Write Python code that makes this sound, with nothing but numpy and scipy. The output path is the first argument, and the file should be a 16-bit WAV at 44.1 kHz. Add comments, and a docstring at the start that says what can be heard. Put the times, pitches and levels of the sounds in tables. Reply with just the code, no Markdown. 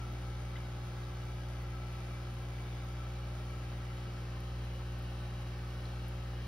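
"""Aquarium pumps in a quiet room, close to a hand-held phone. From start to end they hum at the mains
frequency, and a diaphragm pump rattles in every cycle over the rush of air and water. A thin, noisy whistle
varies in level by chance and fine bubbles tick at the surface. A faint tap on the glass comes in the first
second. The phone moves mainly between 3.5 and 4.4 s, near a few drips that ring briefly.
Sines make the hum, filtered noise the rush and whistle, and short decaying rings the rest."""
import sys
import numpy as np
from scipy import signal
from scipy.fft import rfft, irfft, next_fast_len
from scipy.io import wavfile
from scipy.ndimage import uniform_filter1d

SR = 44100
rng = np.random.default_rng(int(sys.argv[2]) if len(sys.argv) > 2 else 0)


def wav_out(sig):
    """Save sig, one row per channel (or a flat mono array), as 16-bit PCM at SR to the path in sys.argv[1]."""
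    wavfile.write(sys.argv[1], SR, np.round(np.clip(np.atleast_2d(sig).T, -1, 1) * 32767).astype(np.int16))


N = 285327  # length in samples
MAINS_HZ = 59.986

# How late a sound is at the right microphone port. Each row: frequency in Hz, right lag in radians.
LAG = [(200, 0), (1400, -.2), (2300, 1.2), (4200, 1.1), (4800, -.1), (5700, 1), (7200, 3.14), (8100, 3.2),
       (11000, 6.28), (14500, 9.42), (15800, 10.6)]


def gain_of(db):
    """Turns decibels into a plain factor."""
    return 10 ** (np.asarray(db) / 20)


def read(points, hz):
    """Reads a curve between its points, along a logarithmic frequency scale."""
    f, value = np.transpose(points)
    return np.interp(np.log(hz + 1), np.log(f + 1), value)


def add(mix, s, sound):
    """Adds a short sound to the mix at s seconds, cut off at the end of the mix."""
    part = mix[:, round(s * SR):][:, :sound.shape[1]]
    part += sound[:, :part.shape[1]]


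def slow(hz, count):
    """Slow chance: noise smoothed above about hz, with rms 1."""
    noise = rng.standard_normal((count, N))
    x = signal.lfilter([1], [1, -np.exp(-2 * np.pi * hz / SR)], noise)
    return x / x.std()


def moved():
    """Share of the phone's way from the first spot to the second, at every sample."""
    # Each row: time in seconds, share of the way (0-1).
    move = [(0, 0.14), (1.8, 0.05), (3.5, 0.2), (4.4, 1), (6.47, 0.99)]
    return np.clip(np.interp(np.arange(N) / SR, *np.transpose(move)), 0, 1)


def between_spots(levels_db, way):
    """Level in dB at each port as the phone moves between its two spots."""
    first_db, second_db = np.reshape(levels_db, (2, 2, 1))
    return first_db + way * (second_db - first_db)


def ports(a, b, colour_db):
    """Colours a sound and hands it to both microphone ports; only the right port hears b."""
    # How alike the two ports sound. 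Each row: frequency in Hz, likeness (0-1).
    likeness = [(60, .999), (130, .98), (290, .85), (640, .55), (1400, .5), (3000, .48), (4500, .4),
                (6300, .5), (7100, .99), (8200, .99), (9000, .93), (15000, .97)]
    # Which port is louder. Each row: frequency in Hz, left minus right in dB.
    balance_db = [(60, 2), (180, 2), (550, 3.5), (1650, 1.6), (4970, 1), (8000, -1.5), (15000, 0.5)]
    hz = np.fft.rfftfreq(len(a), 1 / SR)
    same = np.clip(read(likeness, hz), 0, 1)
    left, own = rfft(a), rfft(b)
    tilt = gain_of(read(balance_db, hz) / 2)
    right = same * left + np.sqrt(1 - same ** 2) * own
    right = right * np.exp(-1j * read(LAG, hz))
    pair = np.array([left * tilt, right / tilt])
    return irfft(pair * gain_of(colour_db(hz)), len(a))


def shelf(x):
    """Standing waves lift and thin narrow bands, differently at each port and spot."""
    # Waves between tank, shelf and wall. 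Each row: frequency in Hz, half width in Hz,
    # boost in dB left and right at the first spot, then left and right at the second.
    standing = [(221, 6.2, 8.5, 6, 8.5, 7), (286, 10, 4.5, 5, 2, 1.5), (697, 47, 3.5, -4, 0, 2),
                (954, 17, -5, -1.5, -13, -2), (1156, 72, -4.5, 7, 5, 2.5), (1508, 14, 0, 9, 3, 9.5),
                (1626, 30, 7.5, 6, 2, 5), (1818, 21, -4, 0, 7, 10), (2040, 54, 5.5, 3.5, 3.5, -0.5),
                (2180, 25, -2, -2, -5, -5), (2297, 50, 8, 8.5, 0.5, 4.5), (2580, 40, 3, 2, 6.5, 5.5),
                (2725, 30, -3, -5, 0, -1), (2887, 25, 4, 5.5, 11.5, 11), (3180, 33, 5, 3, 9, 6.5),
                (3370, 45, 3.5, 5, 0, 1), (3630, 100, 0.5, 1, 0, 1), (3850, 32, 7.5, 6, 7, 7),
                (4000, 40, 0, 0, 3, 6), (4470, 90, 1, 1, 1.5, -1), (5120, 42, 5, 2, 1, 1)]
    size = next_fast_len(N)
    f, z = np.fft.rfftfreq(size, 1 / SR), rfft(x, size)
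    boost_db = 0
    for hz, half_hz, *db in standing:
        boost_db = boost_db + np.array(db)[:, None] / (1 + ((f - hz) / half_hz) ** 2)
    first, second = irfft(z * gain_of(boost_db).reshape(2, 2, -1), size)[..., :N]
    return (1 - moved()) * first + moved() * second


def tremble(x, patchy_db=1.4):
    """The hand never holds still: narrow bands drift up and down, partly alike at both ports."""
    z = signal.stft(x, nperseg=2048, noverlap=1024)[2]
    patches = rng.standard_normal((z.shape[2], z.shape[1], 3)).T
    for _ in range(2):
        patches = uniform_filter1d(patches, size=3, axis=1)  # smooth across frequency
        patches = uniform_filter1d(patches, size=9, axis=2)  # smooth along time
    patches = patches[:2] + patches[2]  # each port's own part plus a shared one
    above = np.clip(np.arange(z.shape[1]) / 40, 0, 1)[:, None]  # long waves hardly change
    z = z * gain_of(patchy_db * above * patches / patches.std())
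    return signal.istft(z, nperseg=2048, noverlap=1024)[1][:, :N]


def rush(split_hz=6000):
    """Rush of air and water: wide noise in two bands, body and fizz, each with slight random level changes."""
    # Colour of the noise. Each row: frequency in Hz, level in dB per Hz.
    rush_colour = [(25, -92), (40, -87), (70, -79), (110, -77.5), (150, -81.5), (200, -85.5), (340, -86),
                   (600, -87.5), (970, -88), (1150, -89), (2000, -93), (3200, -96.5), (5000, -100.5),
                   (7000, -105.5), (9500, -108.5), (12300, -112.5), (15500, -108)]
    a, b, c, d = rng.standard_normal((4, next_fast_len(N))) * np.sqrt(SR / 2)

    def body_db(hz):
        return read(rush_colour, hz) - 10 * np.log10(1 + (hz / split_hz) ** 4)

    def fizz_db(hz):
        return read(rush_colour, hz) - 10 * np.log10(1 + (split_hz / (hz + 1)) ** 4)

    body = ports(a, b, body_db)[:, :N] * gain_of(.3 * slow(6, count=1))
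    fizz = ports(c, d, fizz_db)[:, :N] * gain_of(.7 * slow(5, count=1))
    return body + fizz


def whistle(half_hz=38, vary_db=1.2, vary_hz=25.0, pitch_vary_hz=16.0, firm_per_db=.3, core=.3):
    """Air noise in one narrow hollow, nearer the left port; its level and pitch vary by chance."""
    # Level change and pitch of this noise over time. Each row: time in seconds, level change in dB, pitch in Hz.
    course = [(0, 5, 1325), (.12, 2.5, 1325), (.33, -2.5, 1320), (.46, .5, 1319), (.7, -1, 1319),
              (1.1, -1, 1320), (1.66, -0.5, 1319), (1.73, 4.5, 1314), (1.9, 1, 1322), (1.99, 4.5, 1322),
              (2.06, -1.5, 1326), (2.25, 0, 1322), (2.7, -2, 1321), (2.92, 2.5, 1320), (3.2, -2, 1318),
              (3.8, 0, 1318), (4.4, -0.5, 1310), (5.2, 0, 1308), (6.15, -1, 1305), (6.23, 8, 1302),
              (6.3, 1.5, 1298), (6.47, 0, 1303)]
    # Level before these changes, a row for the first spot and one for the second: left dB, right dB.
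    spot_db = [(-58.5, -65.5), (-62, -73)]
    s, change_db, hz = np.transpose(course)
    t, r = np.arange(N) / SR, np.exp(-2 * np.pi * half_hz / SR)
    change_db = np.interp(t, s, change_db)
    a, b = rng.standard_normal((N, 2)).T
    pitch_hz = np.interp(t, s, hz) + pitch_vary_hz * slow(17.8, count=1)[0]
    turn = np.exp(2j * np.pi * np.cumsum(pitch_hz) / SR)
    air = signal.lfilter([1], np.convolve([1, -r], [1, -r]), a + 1j * b)
    firm = core + firm_per_db * np.maximum(change_db, 0)  # more steady tone where the level is raised
    x = (turn * (air / air.std() + firm) / np.sqrt(1 + firm ** 2)).real
    level_db = between_spots(spot_db, moved()) + change_db + vary_db * slow(vary_hz, count=1)
    return gain_of(level_db) * x / x.std()


def tick(db, hz, t60=0.037, spread=0.18):
    """One bursting bubble: a snap with a short noisy tail, heard in one band."""
    # spread: half width of the band as a share of its centre; t60: seconds for the tail to fall 60 dB
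    t = np.arange(1024) / SR - .0025
    tail = 0.2 * gain_of(-60 * t / t60)
    snap = gain_of(-60 * abs(t) / 0.005)
    a, b = (t > 0) * (tail + snap) * rng.standard_normal((2, 1024))
    pair = ports(a, b, lambda f: -6 * ((f - hz) / (spread * hz)) ** 2)
    return gain_of(db) * pair / abs(pair).max()


def bubbles(per_s=60., faintest_db=-67):
    """Bubbles bursting at the surface: loud ones from a table, many small ones by chance."""
    # The loudest bursts. Each row: time in seconds, peak in dB, centre of the band in Hz.
    loud_bursts = [(.125, -48, 14000), (.415, -56, 9700), (1.6242, -51, 14000), (1.926, -49, 9660),
                   (2.3401, -51, 12550), (2.8484, -46, 14600), (4.404, -46, 13000), (4.6494, -56, 11000),
                   (4.9886, -42, 15300), (5.024, -53, 11900), (6.082, -44, 11900)]
    out = np.zeros((2, N))
    for s, *sound in loud_bursts:
        add(out, s - .002, tick(*sound))
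    for u, v, w in rng.random((int(per_s * N / SR), 3)):
        louder_db = -3 * np.log(1 - .95 * v)  # most are faint, a few up to 9 dB louder
        add(out, u * N / SR, tick(faintest_db + louder_db, 7000 + 8500 * w))
    return out


def taps(rise_cycles=1.6):
    """Taps and drips: each row is a single short ring, often rising, that the room smears a little."""
    # Each row: start in seconds, level in dB, pitch in Hz, seconds to fall 60 dB,
    # pitch rise in Hz per second, left minus right in dB.
    rings = [(.420, -57, 4620, .025, 0, 8), (.5570, -42.5, 1980, 0.032, 8000, 4),
             (0.564, -50, 2580, .025, 20000, 0), (.565, -46.5, 3000, .03, 0, 0),
             (.566, -50, 3350, .022, 30000, 2), (.5695, -50, 3650, .025, 0, 0),
             (.576, -50, 1700, 0.046, -3000, 2), (2.106, -58, 5400, 0.027, 20000, -4),
             (3.396, -47, 620, .09, 0, -8), (4.753, -46, 503, .08, 2000, -2),
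             (4.808, -49, 1050, .04, 5000, 4), (5.322, -47, 1240, .06, 10000, 6),
             (5.8545, -46, 4060, 0.031, 15000, -1), (5.8545, -56, 4600, .02, 0, -1)]
    out, t = np.zeros((2, N)), np.arange(3000) / SR
    for s, db, hz, t60, rise, pan_db in rings:
        fade = gain_of(db - 60 * t / t60)
        onset = 1 - np.exp(-t * hz / rise_cycles)
        ring = np.sin(2 * np.pi * (hz + rise * t / 2) * t) * fade * onset
        echoes = rng.standard_normal((2, len(t))) * gain_of(-33 - 60 * t / .06)
        pair = ring + signal.fftconvolve(ring[None], echoes, axes=1)[:, :len(t)]
        add(out, s, gain_of([[pan_db / 2], [-pan_db / 2]]) * pair)
    return out


def buzz(at=.07, scatter=.25):
    """The strongest orders of the rattle as steady sines, loosely lined up early in each cycle."""
    # Each row: multiple of mains, dB rms left and right at the first spot, left and right at the second.
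    orders = [(25, -80.0, -83.0, -77.0, -74.0), (34, -90.0, -75.0, -82.0, -82.0),
              (35, -78.0, -75.0, -80.0, -79.0), (37, -77.0, -80.0, -79.0, -80.0),
              (38, -77.0, -90.0, -80.0, -75.0), (39, -75.0, -78.0, -79.0, -80.0),
              (40, -81.0, -81.0, -79.0, -76.0), (43, -76.0, -78.0, -84.0, -78.0),
              (44, -76.0, -78.0, -84.0, -79.0), (45, -78.0, -77.0, -74.0, -77.0),
              (48, -80.0, -81.0, -81.0, -78.0), (49, -81.0, -78.0, -75.0, -76.0),
              (51, -79.0, -89.0, -76.0, -78.0), (53, -82.0, -86.0, -76.0, -80.0),
              (54, -82.0, -78.0, -82.0, -79.0), (55, -84.0, -77.0, -89.0, -86.0),
              (56, -79.0, -76.0, -90.0, -84.0), (58, -77.0, -77.0, -78.0, -89.0),
              (60, -78.0, -79.0, -80.0, -90.0), (62, -81.0, -81.0, -84.0, -87.0),
              (67, -87.0, -90.0, -80.0, -79.0), (68, -79.0, -81.0, -82.0, -86.0),
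              (70, -80.0, -79.0, -83.0, -84.0), (72, -83.0, -85.0, -79.0, -81.0),
              (75, -83.0, -84.0, -78.0, -79.0), (79, -83.0, -79.0, -87.0, -84.0),
              (81, -83.0, -79.0, -88.0, -81.0), (84, -83.0, -90.0, -85.0, -81.0),
              (86, -81.0, -82.0, -83.0, -82.0), (92, -90.0, -90.0, -82.0, -82.0)]
    t, out, way = np.arange(N) / SR, np.zeros((2, N)), moved()
    for (k, *db), (a, b) in zip(orders, rng.standard_normal((len(orders), 2))):
        lag = (read(LAG, k * MAINS_HZ) + .9 * b) * np.array([[.5], [-.5]])
        turns = k * (MAINS_HZ * t - at) + scatter * a  # at: share of the mains cycle
        tone = np.sqrt(2) * np.cos(2 * np.pi * turns + lag)
        out += gain_of(between_spots(db, way)) * tone
    return out


def rattle(t60=0.24, head=4.5, head_t60=0.0098):
    """Knocks in every cycle ring the case and room; the ringing is new at each spot of the phone."""
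    # Colour of the pump case. Each row: frequency in Hz, level in dB per Hz before the knock's own level.
    case_colour = [(900, -115), (1400, -101), (2000, -105), (2800, -105), (4000, -105), (5500, -105),
                   (7500, -109), (9500, -113.5), (11500, -119), (14000, -122)]
    # Knocks within one mains cycle. Each row: share of the cycle, level in dB,
    # brightness in dB per octave about 4 kHz, unevenness in dB.
    knock_rows = [(.04, -4, -1, 1), (.21, -5, 4, 2.5), (.57, -6, -4, 1)]
    cycles, out, t = np.arange(N / SR * MAINS_HZ - 1), np.zeros((2, N)), np.arange(8192) / SR
    way = moved() * np.pi / 2
    late = np.maximum(t - 64 / SR, 0)  # room ahead of the ring, cut off again below
    # sharp head, diffuse tail
    decay = (late > 0) * (gain_of(-60 * late / t60) + head * gain_of(-60 * late / head_t60))
    decay = decay / np.linalg.norm(decay) * SR / np.sqrt(2 * MAINS_HZ)
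    for share, db, bright_db, uneven_db in knock_rows:
        knocks = np.zeros(N + 64)
        places = np.round((cycles + share) / MAINS_HZ * SR).astype(int)
        knocks[places] = gain_of(db + uneven_db * rng.standard_normal(len(cycles)))

        def colour_db(hz):
            return read(case_colour, hz) + bright_db * np.log2(np.maximum(hz, 300) / 4000)

        for window in (np.cos(way), np.sin(way)):  # first spot, second spot
            a, b = rng.standard_normal((2, len(t))) * decay
            ring = ports(a, b, colour_db)
            out += signal.oaconvolve((knocks[:N] * window)[None], ring, axes=1)[:, 64:N + 64]
    return out


def hum():
    """Sines on the mains orders: three low ones sway the case, the upper ones line up into a thump."""
    # Each row: multiple of mains, dB rms left and right at the first spot, left and right at the second.
    orders = [(1, -43.5, -43.5, -43.5, -43.5), (2, -43, -43.5, -43, -43.5), (3, -54.5, -54.5, -54, -54),
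              (4, -72, -73, -71, -71.5), (5, -62.5, -63.5, -62, -63), (6, -57.5, -61, -58.5, -61),
              (7, -71.5, -69.5, -69.5, -68.5), (8, -69, -73.5, -67, -72), (9, -66, -63, -64, -62.5),
              (10, -68.5, -69.5, -67.5, -68.5), (11, -71, -83, -70, -78), (12, -65.5, -73, -67.5, -72),
              (13, -64.5, -65.5, -66, -65.5), (14, -62.5, -72.5, -68.5, -71), (15, -74, -74, -80, -73.5),
              (17, -74, -76, -71, -76), (19, -75.5, -79, -71, -79)]
    # The lowest order swells and fades. Each row: time in seconds, level change in dB.
    swells = [(0, 0), (.4, 1), (.85, -2.5), (1.6, 1), (2.2, -1.2), (3.3, 1.1), (4.1, -1.3), (4.6, 2),
              (5.4, 0), (6.47, 1.5)]
    # Upper orders reach the ports apart. Each entry: multiple of mains, right lag in radians.
    port_lag = {4: .4, 5: .2, 6: -.3, 9: -.4, 11: 1.9, 12: -1.2, 13: -.3, 15: -.8}
    # Share of the mains cycle at which the thump arrives, at the first and the second spot.
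    thump_at = (.093, .065)
    # Orders that swing apart from the thump. Each entry: multiple of mains, share of its own cycle.
    swing = {7: .37, 8: .53, 9: .13, 14: -.08, 15: .13}
    # Faint steady tones of a slower rotor. Each row: frequency in Hz, dB rms.
    rotor = [(48.5, -69.5), (73.7, -70), (80.8, -64.5), (101, -67.5), (161.6, -72.5)]
    t, out, way = np.arange(N) / SR, np.zeros((2, N)), moved()
    arrival = thump_at[0] - way * (thump_at[0] - thump_at[1])
    for k, *db in orders:
        if k < 4:
            turns = k * (MAINS_HZ * t + .38) + .25 * (k == 2)  # sway
        else:
            turns = k * (MAINS_HZ * t - arrival) + .8 + swing.get(k, 0)  # thump
        lag = port_lag.get(k, 0) * np.array([[.5], [-.5]])
        tone = np.sqrt(2) * np.cos(2 * np.pi * turns + lag)
        if k == 1:
            tone = tone * gain_of(np.interp(t, *np.transpose(swells)))
        out += gain_of(between_spots(db, way)) * tone
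    for hz, db in rotor:
        out += gain_of(db) * np.sqrt(2) * np.sin(2 * np.pi * (hz * t + rng.random()))
    return out


def scene():
    """All layers together; the trembling hand touches the rush, the rattle and the buzz."""
    trembling = tremble(shelf(rush()) + rattle() + buzz())
    return trembling + whistle() + bubbles() + taps() + hum()


def record(dry, edge_hz=15760):
    """The band limit: a steep filter takes away what lies above edge_hz."""
    low_pass = signal.firwin(1023, edge_hz, window=("kaiser", 9), fs=SR)
    return signal.oaconvolve(dry, low_pass[None], "same")


dry = scene()
out = record(dry)
wav_out(out)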